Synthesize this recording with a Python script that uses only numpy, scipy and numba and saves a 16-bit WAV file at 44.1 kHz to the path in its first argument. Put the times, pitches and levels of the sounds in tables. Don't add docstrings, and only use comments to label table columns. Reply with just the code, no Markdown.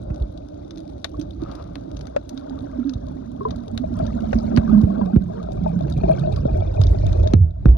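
import sys
import numpy as np
from scipy import signal
from scipy.fft import rfft, irfft, next_fast_len
from scipy.io import wavfile
from scipy.ndimage import uniform_filter1d, minimum_filter1d
from numba import njit

SR = 44100
rng = np.random.default_rng(int(sys.argv[2]) if len(sys.argv) > 2 else 0)


def unload_audio(sound):
    columns = np.transpose(np.atleast_2d(sound))
    steps = np.round(np.clip(columns, -1, 1) * 32767)
    wavfile.write(sys.argv[1], SR, steps.astype(np.int16))


N = 342657
TIME = np.arange(N) / SR


# time_s, pitch_hz, level_db
CAVITY = [(0, 311, -36.5), (1.6, 293, -35.5), (3.2, 253.2, -31.5), (4.2, 226.2, -22.5), (4.75, 210, -16.5),
          (5.35, 188, -29.5), (6.1, 155.2, -22), (6.65, 107.8, -25.5), (7.35, 86.7, -22.5),
          (7.77, 62.3, -27.5)]

def trapped_air(duck_db, width_hz=36, gain_db=-3.5, throb_db=3):
    pitch_hz, level_db = curves(CAVITY)
    wobble = np.interp(TIME, [5.15, 5.8], [.026, .11])
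    centre_hz = pitch_hz * np.exp(wobble * walk(30))
    boom = [resonate(resonate(flow, centre_hz, width_hz), centre_hz, 2 * width_hz)
            for flow in pair(N, apart=.22)]
    return unit(np.array(boom)) * undb(level_db + gain_db + duck_db + throb_db * walk(25))


# start_s, level_db, t60_s
GULP_HITS = [(1.185, -17.5, 0.16), (1.421, -9, 0.051), (2.784, -13.5, 0.19), (2.848, -14.5, 0.33),
             (3.923, -9.5, 0.05), (4.135, -17, 0.24), (4.352, -8, 0.14), (4.48, -9.5, 0.21),
             (4.724, -4, 0.36), (5.014, -12.5, 0.21), (5.133, -6, 0.08), (5.614, -13.5, 0.26),
             (5.759, -7, 0.17), (6.096, -7.5, .14), (6.792, -7.5, 0.27), (7.351, 4, 0.19),
             (7.404, -1.5, 0.23), (7.685, 4, .2)]

def gulps(gain_db=2.5, squeeze=.13, relax_s=.013, attack_s=.0071, wobble=.044, shudder_db=1.26):
    cavity_hz = curves(CAVITY)[0] * np.exp(wobble * walk(60))
    out = np.zeros(N)
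    for start_s, level_db, t60_s in GULP_HITS:
        t = TIME[:int(t60_s * SR)]
        pitch_hz = np.interp(start_s + t, TIME, cavity_hz) * (1 + squeeze * np.exp(-t / relax_s))
        add(out, start_s, undb(level_db) * tone(pitch_hz) * fade(t, t60_s) * rise(t, attack_s))
    return out * undb(gain_db + shudder_db * walk(90))


# start_s, level_db, swell_s, start_hz
THUMP_HITS = [(0.104, -16, .009, 296), (0.208, -12.5, 0.011, 170), (1.144, -29.5, 0.0044, 398),
              (2.609, -25.5, 0.0069, 202.5), (2.955, -16.5, 0.006, 207), (4.026, -11.5, 0.0048, 231),
              (4.337, -13, 0.016, 187), (4.5752, -4, 0.0065, 379), (4.833, -3.5, 0.0064, 331),
              (5.162, 3.5, 0.0067, 368), (6.036, -11, 0.0037, 485), (6.452, -13.5, 0.0056, 453),
              (6.524, -11, 0.0091, 118.8), (7.337, 5.5, 0.0036, 368), (7.657, 8, 0.0058, 286),
              (7.677, 2, 0.011, 131.4)]
# freq_hz, level_db
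BURBLE_SPECTRUM = [(40, -20), (150, 3.5), (330, -5.5), (620, -9.5), (1200, -44.5), (4000, -94)]

def thumps(fall_s=.0062, end_hz=48, roughness=.16, burble_db=-15, burble_t60_s=.13):
    out, t = np.zeros(N), TIME[:SR // 5]
    for start_s, level_db, swell_s, start_hz in THUMP_HITS:
        cycles = (start_hz - end_hz) * fall_s * rise(t, fall_s) + end_hz * t
        shake, burble = map(unit, colour(rng.standard_normal((2, len(t))), BURBLE_SPECTRUM))
        envelope = t / swell_s * np.exp(1 - t / swell_s)
        push = -np.sin(2 * np.pi * cycles) * envelope * (1 + roughness * shake)
        tail = undb(burble_db) * burble * rise(t, swell_s) * fade(t, burble_t60_s)
        add(out, start_s, undb(level_db) * (push + tail))
    return out


# start_s, level_db, pitch_hz, t60_s
NEAR_BUBBLES = [(1.143, -34, 1093, 0.032), (1.46, -33.5, 1243, 0.034), (2.163, -7, 559, 0.044),
                (3.408, -26.5, 1062, 0.065), (3.410, -22.5, 401, 0.089), (3.452, -15.5, 996, 0.058),
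                (3.454, -20, 432.5, 0.13), (3.84, -15.5, 612, 0.043), (3.999, -15.5, 652, 0.064),
                (4.329, -10.5, 557, 0.032), (4.992, -18.5, 626, 0.042), (5.013, -20, 960, 0.031),
                (5.487, -17.5, 632, 0.03), (5.661, -21, 865, 0.07), (5.661, -16, 624, .09),
                (5.807, -18.5, 636, 0.065), (6.035, -12.5, 654, 0.07), (6.036, -10.5, 360, 0.046),
                (6.096, -7, 639, 0.11), (6.235, -21, 660, 0.063), (6.273, -15, 625, 0.089),
                (6.454, -11.5, 557, 0.047), (6.622, -14, 620, 0.031), (6.782, -18.5, 603, 0.074),
                (7.036, -17, 619, 0.08), (7.261, -17.5, 623, 0.11), (7.345, -19, 156.4, 0.44)]

def plinks(gain_db=5):
    out = np.zeros(N)
    for start_s, level_db, pitch_hz, t60_s in NEAR_BUBBLES:
        add(out, start_s, undb(level_db + gain_db) * bubble(pitch_hz, t60_s, glide=.04, attack_s=.0016))
    return out


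# start_s, level_db, edge_re_knock_db
SLAP_HITS = [(0.102, -31, -29), (1.044, -16.5, 4), (1.049, -22.5, -2.5), (1.755, -24, -3.5),
             (2.163, -16.5, -14), (3.776, -27.5, 9.5), (4.330, -11.5, -32.5), (4.573, -7.5, -11.5),
             (4.835, -28.5, -18.5), (5.160, -21.5, -25), (5.88, -26.5, -20), (6.036, -27.5, -24),
             (7.3356, -8.5, -8), (7.6568, -12, -22), (7.685, -19, -15)]
# freq_hz, level_db
KNOCK_SPECTRUM = [(300, -17.5), (600, 9.5), (880, -3), (1500, -1.5), (2150, -11.5), (2700, -10),
                  (3100, -28), (3800, -17.5), (14000, -54.5)]
# freq_hz, level_db
EDGE_SPECTRUM = [(600, -17.5), (1500, -3), (2000, -6), (2900, -8), (3750, 2.5), (4700, -9.5), (6200, -12),
                 (8000, -29.5), (10900, -22), (12400, -37.5), (14100, -35.5), (16000, -56.5)]

def slaps():
    out = np.zeros((2, N))
    for start_s, level_db, edge_db in SLAP_HITS:
        knock = crack(KNOCK_SPECTRUM, t60_s=.038, tail_db=-21.5, tail_t60_s=.039)
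        edge = crack(EDGE_SPECTRUM, t60_s=.013, tail_db=-24, tail_t60_s=.095)
        add(out, start_s, undb(level_db) * (knock + undb(edge_db) * edge))
    return out


# freq_hz, level_db
EDDY_SPECTRUM = [(15, -31.5), (30, -10.5), (55, 3.5), (90, -1), (140, -4.5), (200, -5.5), (300, -20),
                 (900, -71.5), (16000, -130)]
# freq_hz, level_db
SURGE_SPECTRUM = [(15, -31.5), (30, -15), (50, 3), (68, -4), (95, 1.5), (130, -22), (500, -81),
                  (16000, -140)]

def rumble(level_db, duck_db, eddy_gain_db=1, surge_db=-17):
    eddies = unit(colour(pair(N, apart=.013), EDDY_SPECTRUM))
    eddies *= undb(level_db + eddy_gain_db + 3 * walk(14))
    surge = unit(colour(rng.standard_normal(N), SURGE_SPECTRUM))
    surge *= undb(surge_db + approach(arrive_s=6.955, db_per_s=23) - 2 * walk(16))
    return (eddies + surge) * undb(duck_db)


# freq_hz, level_db
WASH_SPECTRUM = [(70, -11), (150, 1), (310, 3), (390, -4), (480, -4), (590, 8), (720, -5), (920, -15),
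                 (1200, -21.5), (1520, -22.5), (1780, -45.5), (2600, -44), (6000, -63.5), (12000, -85)]
# freq_hz, level_db
GURGLE_SPECTRUM = [(200, -22.5), (345, -8.5), (460, -8.5), (550, -9), (630, 5), (700, -3), (800, -6),
                   (1000, -23), (1500, -49.5), (1900, -41), (3000, -53), (12000, -99)]
# freq_hz, level_db
FIZZ_SPECTRUM = [(600, -20), (900, 1.5), (1300, -1), (1600, -2.5), (2000, -24), (2300, -33), (3400, -10),
                 (12000, -77.5)]
# freq_hz, level_db
MIST_SPECTRUM = [(1900, -25.5), (2450, -4), (2850, -17.5), (3400, -7), (6200, -12.5), (16000, -56.5)]

def slosh(level_db, fizz_lift_db, wash_db=7, gurgle_db=14, fizz_db=-7.5, mist_db=-12, mist_peak_s=6.15):
    large = swarm(low_hz=280, high_hz=1200, cycles=18, spread_db=2.8, count=2700)
    small = swarm(low_hz=850, high_hz=3500, cycles=40, spread_db=3.3, count=3200)
    fine = swarm(low_hz=2100, high_hz=7500, cycles=50, spread_db=3.4, count=2200)
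    wash = unit(colour(pair(N, apart=.13), WASH_SPECTRUM)) * undb(wash_db)
    gurgle = unit(colour(large, GURGLE_SPECTRUM))
    gurgle *= undb(gurgle_db + approach(arrive_s=5.7, db_per_s=3) + 2.5 * walk(35))
    distinct = undb(-1 + approach(arrive_s=4.4, db_per_s=2.5))
    blur = pair(N, apart=.36) * np.sqrt(1 - distinct ** 2)
    fizz = unit(colour(small * distinct + blur, FIZZ_SPECTRUM))
    fizz *= undb(fizz_db + approach(arrive_s=3.7, db_per_s=1.5) + fizz_lift_db)
    mist = unit(colour(fine, MIST_SPECTRUM)) * undb(mist_db - 8.5 * np.abs(TIME - mist_peak_s))
    return (wash + gurgle + fizz + mist) * undb(level_db + 1.5 * walk(12))


# start_s, level_db, treble_db
SNAP_HITS = [(0.144, -40, 2), (0.375, -38, -7), (0.7082, -31.5, -10), (0.779, -35.5, -2), (0.803, -41.5, 5),
             (1.1957, -34.5, 7), (1.2126, -31.5, -8), (1.307, -37.5, -1), (1.514, -34.5, -6),
             (1.552, -34.5, -3), (1.969, -33, -9), (2.01, -32.5, -6), (2.069, -33, -4), (2.292, -29, 7),
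             (2.3755, -30, -12), (2.894, -28.5, -11), (2.937, -32.5, -9), (3.507, -27.5, -16),
             (3.5605, -38.5, 5), (3.989, -36.5, 2.5), (4.065, -31.5, -9), (4.386, -29.5, -16),
             (4.563, -22, -5.5), (4.8176, -43, 9), (5.519, -37, -0.5), (5.899, -36.5, 5.5),
             (5.923, -30, -3), (5.976, -40, 9), (6.113, -40.5, 16.5), (6.194, -35.5, 3), (6.325, -35.5, 5),
             (6.3611, -28, -6), (6.8146, -23, -6), (6.8358, -24.5, -7), (6.868, -26.5, -10),
             (7.066, -31, 4), (7.128, -31, 1), (7.2315, -36, 2), (7.2731, -23, -8)]
# freq_hz, level_db
SNAP_SPECTRUM = [(600, -15.5), (1500, -8), (2000, -19), (2900, -12.5), (3750, 1.5), (4200, -6), (4700, -5),
                 (5400, -11), (6200, -8.5), (7300, -25.5), (9000, -23.5), (10900, -20.5), (12400, -35.5),
                 (14100, -35.5), (16000, -54)]

def shrimp(duck_db, reef_db=-63, spread_db=9, hiss_db=-4, snap_gain_db=1, count=900):
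    crackle = np.zeros((2, N))
    for when, chance in rng.random((count, 2)):
        burst = pair(700, apart=.3) * fade(TIME[:700], .011)
        add(crackle, when * N / SR, burst * undb(-spread_db * np.log(.03 + chance)))
    hiss = undb(hiss_db) * pair(N, apart=1)
    out = unit(colour(unit(crackle) + hiss, SNAP_SPECTRUM)) * undb(reef_db + duck_db)
    for start_s, level_db, treble_db in SNAP_HITS:
        snap = crack(SNAP_SPECTRUM, t60_s=.018, tail_db=-20, tail_t60_s=.087,
                     vary_db=3.5, treble_db=treble_db)
        add(out, start_s, undb(level_db + snap_gain_db) * snap)
    return out


def whoop(start_s=5.305, length_s=.14, start_hz=210, top_hz=490, rise_s=.02, sag_hz_per_s=250):
    t = TIME[:int(length_s * SR)]
    pitch_hz = start_hz + (top_hz - start_hz) * rise(t, rise_s) - sag_hz_per_s * t
    out = np.zeros(N)
    add(out, start_s, undb(-33) * np.sin(np.pi * t / length_s) * tone(pitch_hz))
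    return out


# freq_hz, level_db
SPLASH_SPECTRUM = [(350, -3.5), (620, 8), (880, -3), (1250, -0.5), (1900, -22.5), (5000, -25), (12000, -66)]

def far_splash(start_s=1.386, attack_s=.04, hold_s=.17, t60_s=.69, level_db=-41):
    t = np.maximum(TIME - start_s, 0)
    envelope = np.minimum(t / attack_s, 1) * fade(np.maximum(t - attack_s - hold_s, 0), t60_s)
    wash = unit(colour(pair(N, apart=.24), SPLASH_SPECTRUM))
    return wash * envelope * undb(level_db + 2.5 * walk(40))


# freq_hz, level_db
SIZZLE_SPECTRUM = [(1000, -10), (2000, -6.5), (2800, -14), (3700, 0.5), (4700, -4.5), (6200, -2),
                   (7800, -16.5), (10800, -16), (13000, -37)]

def sizzle(lift_db, level_db=-68, spray_db=-3):
    ticks = swarm(low_hz=1800, high_hz=7500, cycles=28, spread_db=4, count=3200)
    cloud = unit(colour(ticks + undb(spray_db) * pair(N, apart=.96), SIZZLE_SPECTRUM))
    return cloud * undb(level_db + approach(arrive_s=6.2, db_per_s=.5) + lift_db + walk(30))


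def pops(lift_db, duck_db, level_db=-63.5, follow=.4, spread_db=5.5, count=260):
    out = np.zeros((2, N))
    for when, chance in rng.random((count, 2)):
        tick = crack(SNAP_SPECTRUM, t60_s=.006, tail_db=-26, tail_t60_s=.025,
                     vary_db=7, treble_db=14, size=1024)
        add(out, when * N / SR, tick * undb(-spread_db * np.log(.05 + chance)))
    return out * undb(level_db + follow * lift_db + duck_db)


def thin_ring(deep, pitch_hz=9550, width_hz=400, gain_db=-67):
    centre_hz = np.full(N, pitch_hz)
    ring = resonate(resonate(rng.standard_normal(N), centre_hz, width_hz), centre_hz, width_hz)
    return unit(ring) * undb(gain_db) * uniform_filter1d(np.abs(deep), size=1200)


# peak_s, half_length_s, rumble_db, slosh_db, fizz_db, sizzle_db
SURGES = [(0.127, 0.083, -3, 5, -17, -5), (2.599, 0.61, -0.5, 1, 7, 3.5), (3.509, 0.075, 6, 8, 4, 2),
          (4.037, 0.12, 3, 1.5, 9, 8), (4.373, 0.34, 3.5, 3, 0, 13.5), (4.723, 0.087, 1.5, 2, 10, 4),
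          (5.39, 0.079, -0.5, 2, 9.5, 1), (6.176, 0.11, -4, 3, 1, 9), (7.054, 0.52, -6.5, -0.5, -4.5, 12.5)]

def surge_lifts():
    return sum(np.outer(lifts_db, np.exp(-((TIME - peak_s) / half_s) ** 2))
               for peak_s, half_s, *lifts_db in SURGES)


def duck(start_s=7.335, drop_s=.037, recover_from_s=7.53, recover_s=.19, remaining=.29):
    drop = np.clip((TIME - start_s) / drop_s, 0, 1)
    recovery = np.clip((TIME - recover_from_s) / recover_s, 0, 1)
    return drop * (1 - (1 - remaining) * recovery)


# freq_hz, left_minus_right_db
MIC_BALANCE = [(50, -1.5), (140, -4), (220, -9.5), (300, -9.5), (400, -1.5), (630, 4.5), (850, 7.5),
               (1100, 1.5), (1550, 11.5), (2400, 0), (2850, 6.5), (3600, 19), (5500, 11), (7600, 2.5),
               (9500, -1), (15000, 0.5)]
# freq_hz, left_lead_rad
MIC_PHASE = [(50, -.1), (150, 0), (300, .8), (400, 2), (630, 3), (870, 3.5), (1300, 5.5), (2050, 7),
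             (2450, 6), (2800, 6.8), (3700, 12.6), (5500, 15), (7600, 15.7), (9500, 12.4), (15000, 7)]

def housing(x):
    size = 2 * next_fast_len(N // 2 + 1024, True)
    ratio = undb(over_pitch(MIC_BALANCE, size) / 2)
    turn = np.exp(.5j * over_pitch(MIC_PHASE, size))
    response = np.array([ratio * turn, 1 / (ratio * turn)]) / np.sqrt((ratio ** 2 + ratio ** -2) / 2)
    return irfft(response * rfft(x, size))[:, :N]


def bubble(hz, t60_s, glide, attack_s):
    t = TIME[:int(t60_s * SR) + 2]
    return np.sin(2 * np.pi * hz * t * (1 + glide * t / t60_s)) * fade(t, t60_s) * rise(t, attack_s)


def swarm(low_hz, high_hz, cycles, spread_db, count):
    out = np.zeros(N)
    for when, height, chance, life in rng.random((count, 4)):
        hz = low_hz * (high_hz / low_hz) ** height
        ring = bubble(hz, t60_s=cycles * (.5 + life) / hz, glide=.024, attack_s=2 / hz)
        add(out, when * N / SR, ring * undb(-spread_db * np.log(.02 + chance)))
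    return unit(out)


def crack(spectrum, t60_s, tail_db, tail_t60_s, vary_db=0, treble_db=0, treble_hz=7000, size=4096):
    t = TIME[:size]
    varied = [(hz, db + vary_db * rng.standard_normal() + treble_db * (hz > treble_hz))
              for hz, db in spectrum]
    envelope = (fade(t, t60_s) + undb(tail_db) * fade(t, tail_t60_s)) * rise(t, .0004)
    burst = colour(pair(size, apart=.96) * envelope, varied, size)
    return burst * np.sqrt(40) / np.linalg.norm(burst)


def approach(arrive_s, db_per_s):
    return -db_per_s * np.maximum(arrive_s - TIME, 0)


def pair(size, apart):
    common = np.sqrt(1 - apart) * rng.standard_normal(size)
    return common + np.sqrt(apart) * rng.standard_normal((2, size))


def walk(rate_hz):
    hold = int(SR / rate_hz)
    steps = np.repeat(rng.standard_normal(N // hold + 1), hold)
    return unit(uniform_filter1d(uniform_filter1d(steps, hold), hold)[:N])


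@njit
def resonate(x, centre_hz, width_hz):
    out, band_state, low_state = np.empty(len(x)), 0., 0.
    for i in range(len(x)):
        gain, damping = np.tan(np.pi * centre_hz[i] / SR), width_hz / centre_hz[i]
        band = (band_state + gain * (x[i] - low_state)) / (1 + gain * (gain + damping))
        band_state = 2 * band - band_state
        low_state += 2 * gain * band
        out[i] = damping * band
    return out


def colour(x, spectrum, size=4096):
    cepstrum = irfft(np.log(undb(over_pitch(spectrum, size))))
    cepstrum[1:size // 2] *= 2
    cepstrum[size // 2 + 1:] = 0
    impulse = irfft(np.exp(rfft(cepstrum)))
    return signal.fftconvolve(np.atleast_2d(x), impulse[None], axes=1)[:, :x.shape[-1]]


def over_pitch(table, size):
    freq_hz, values = np.transpose(table)
    bins_hz = np.maximum(np.arange(size // 2 + 1) * SR / size, 1)
    return np.interp(np.log(bins_hz), np.log(freq_hz), values)


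def curves(table):
    time_s, *columns = np.transpose(table)
    return [np.interp(TIME, time_s, column) for column in columns]


def add(track, start_s, sound):
    start = int(np.clip(start_s * SR, 0, N - 1))
    track[..., start:start + sound.shape[-1]] += sound[..., :N - start]


def tone(pitch_hz):
    return np.sin(2 * np.pi * np.cumsum(pitch_hz) / SR)


def rise(t, tau_s):
    return 1 - np.exp(-t / tau_s)


def fade(t, t60_s):
    return np.exp(-np.log(1000) * t / t60_s)


def undb(db):
    return 10 ** (np.asarray(db) / 20)


def unit(x):
    return x / np.sqrt(np.mean(x ** 2))


# time_s, rumble_db, slosh_db
FLOW = [(0, -32, -46.5), (0.7, -40, -49), (3.3, -35.5, -50), (4.1, -33, -48.5), (5.05, -31.5, -42.5),
        (5.25, -33, -52), (5.75, -24, -45.5), (7.77, -30.5, -40.5)]

def scene():
    rumble_db, slosh_db = curves(FLOW)
    rumble_lift_db, slosh_lift_db, fizz_lift_db, sizzle_lift_db = surge_lifts()
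    dip = duck()
    deep = trapped_air(duck_db=-5 * dip) + gulps() + thumps()
    water = rumble(rumble_db + rumble_lift_db, duck_db=-9 * dip)
    water += slosh(slosh_db + slosh_lift_db - 24 * dip, fizz_lift_db)
    reef = shrimp(duck_db=-11 * dip)
    froth = sizzle(sizzle_lift_db - 20 * dip) + pops(sizzle_lift_db, duck_db=-20 * dip)
    background = thin_ring(deep) + far_splash() + reef + froth
    return housing(deep + plinks() + slaps() + water + whoop() + background)


def record(dry, ceiling=1, recovery_s=.07, cutoff_hz=15800):
    recovery = TIME / recovery_s
    excess = np.log(np.maximum(np.abs(dry).max(axis=0) / ceiling, 1))
    reduction = np.maximum.accumulate(excess + recovery) - recovery
    gain = uniform_filter1d(minimum_filter1d(np.exp(-reduction), size=89), size=89)
    return signal.sosfilt(signal.ellip(8, .2, 70, cutoff_hz, fs=SR, output="sos"), dry * gain)


dry = scene()
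out = record(dry)
unload_audio(out)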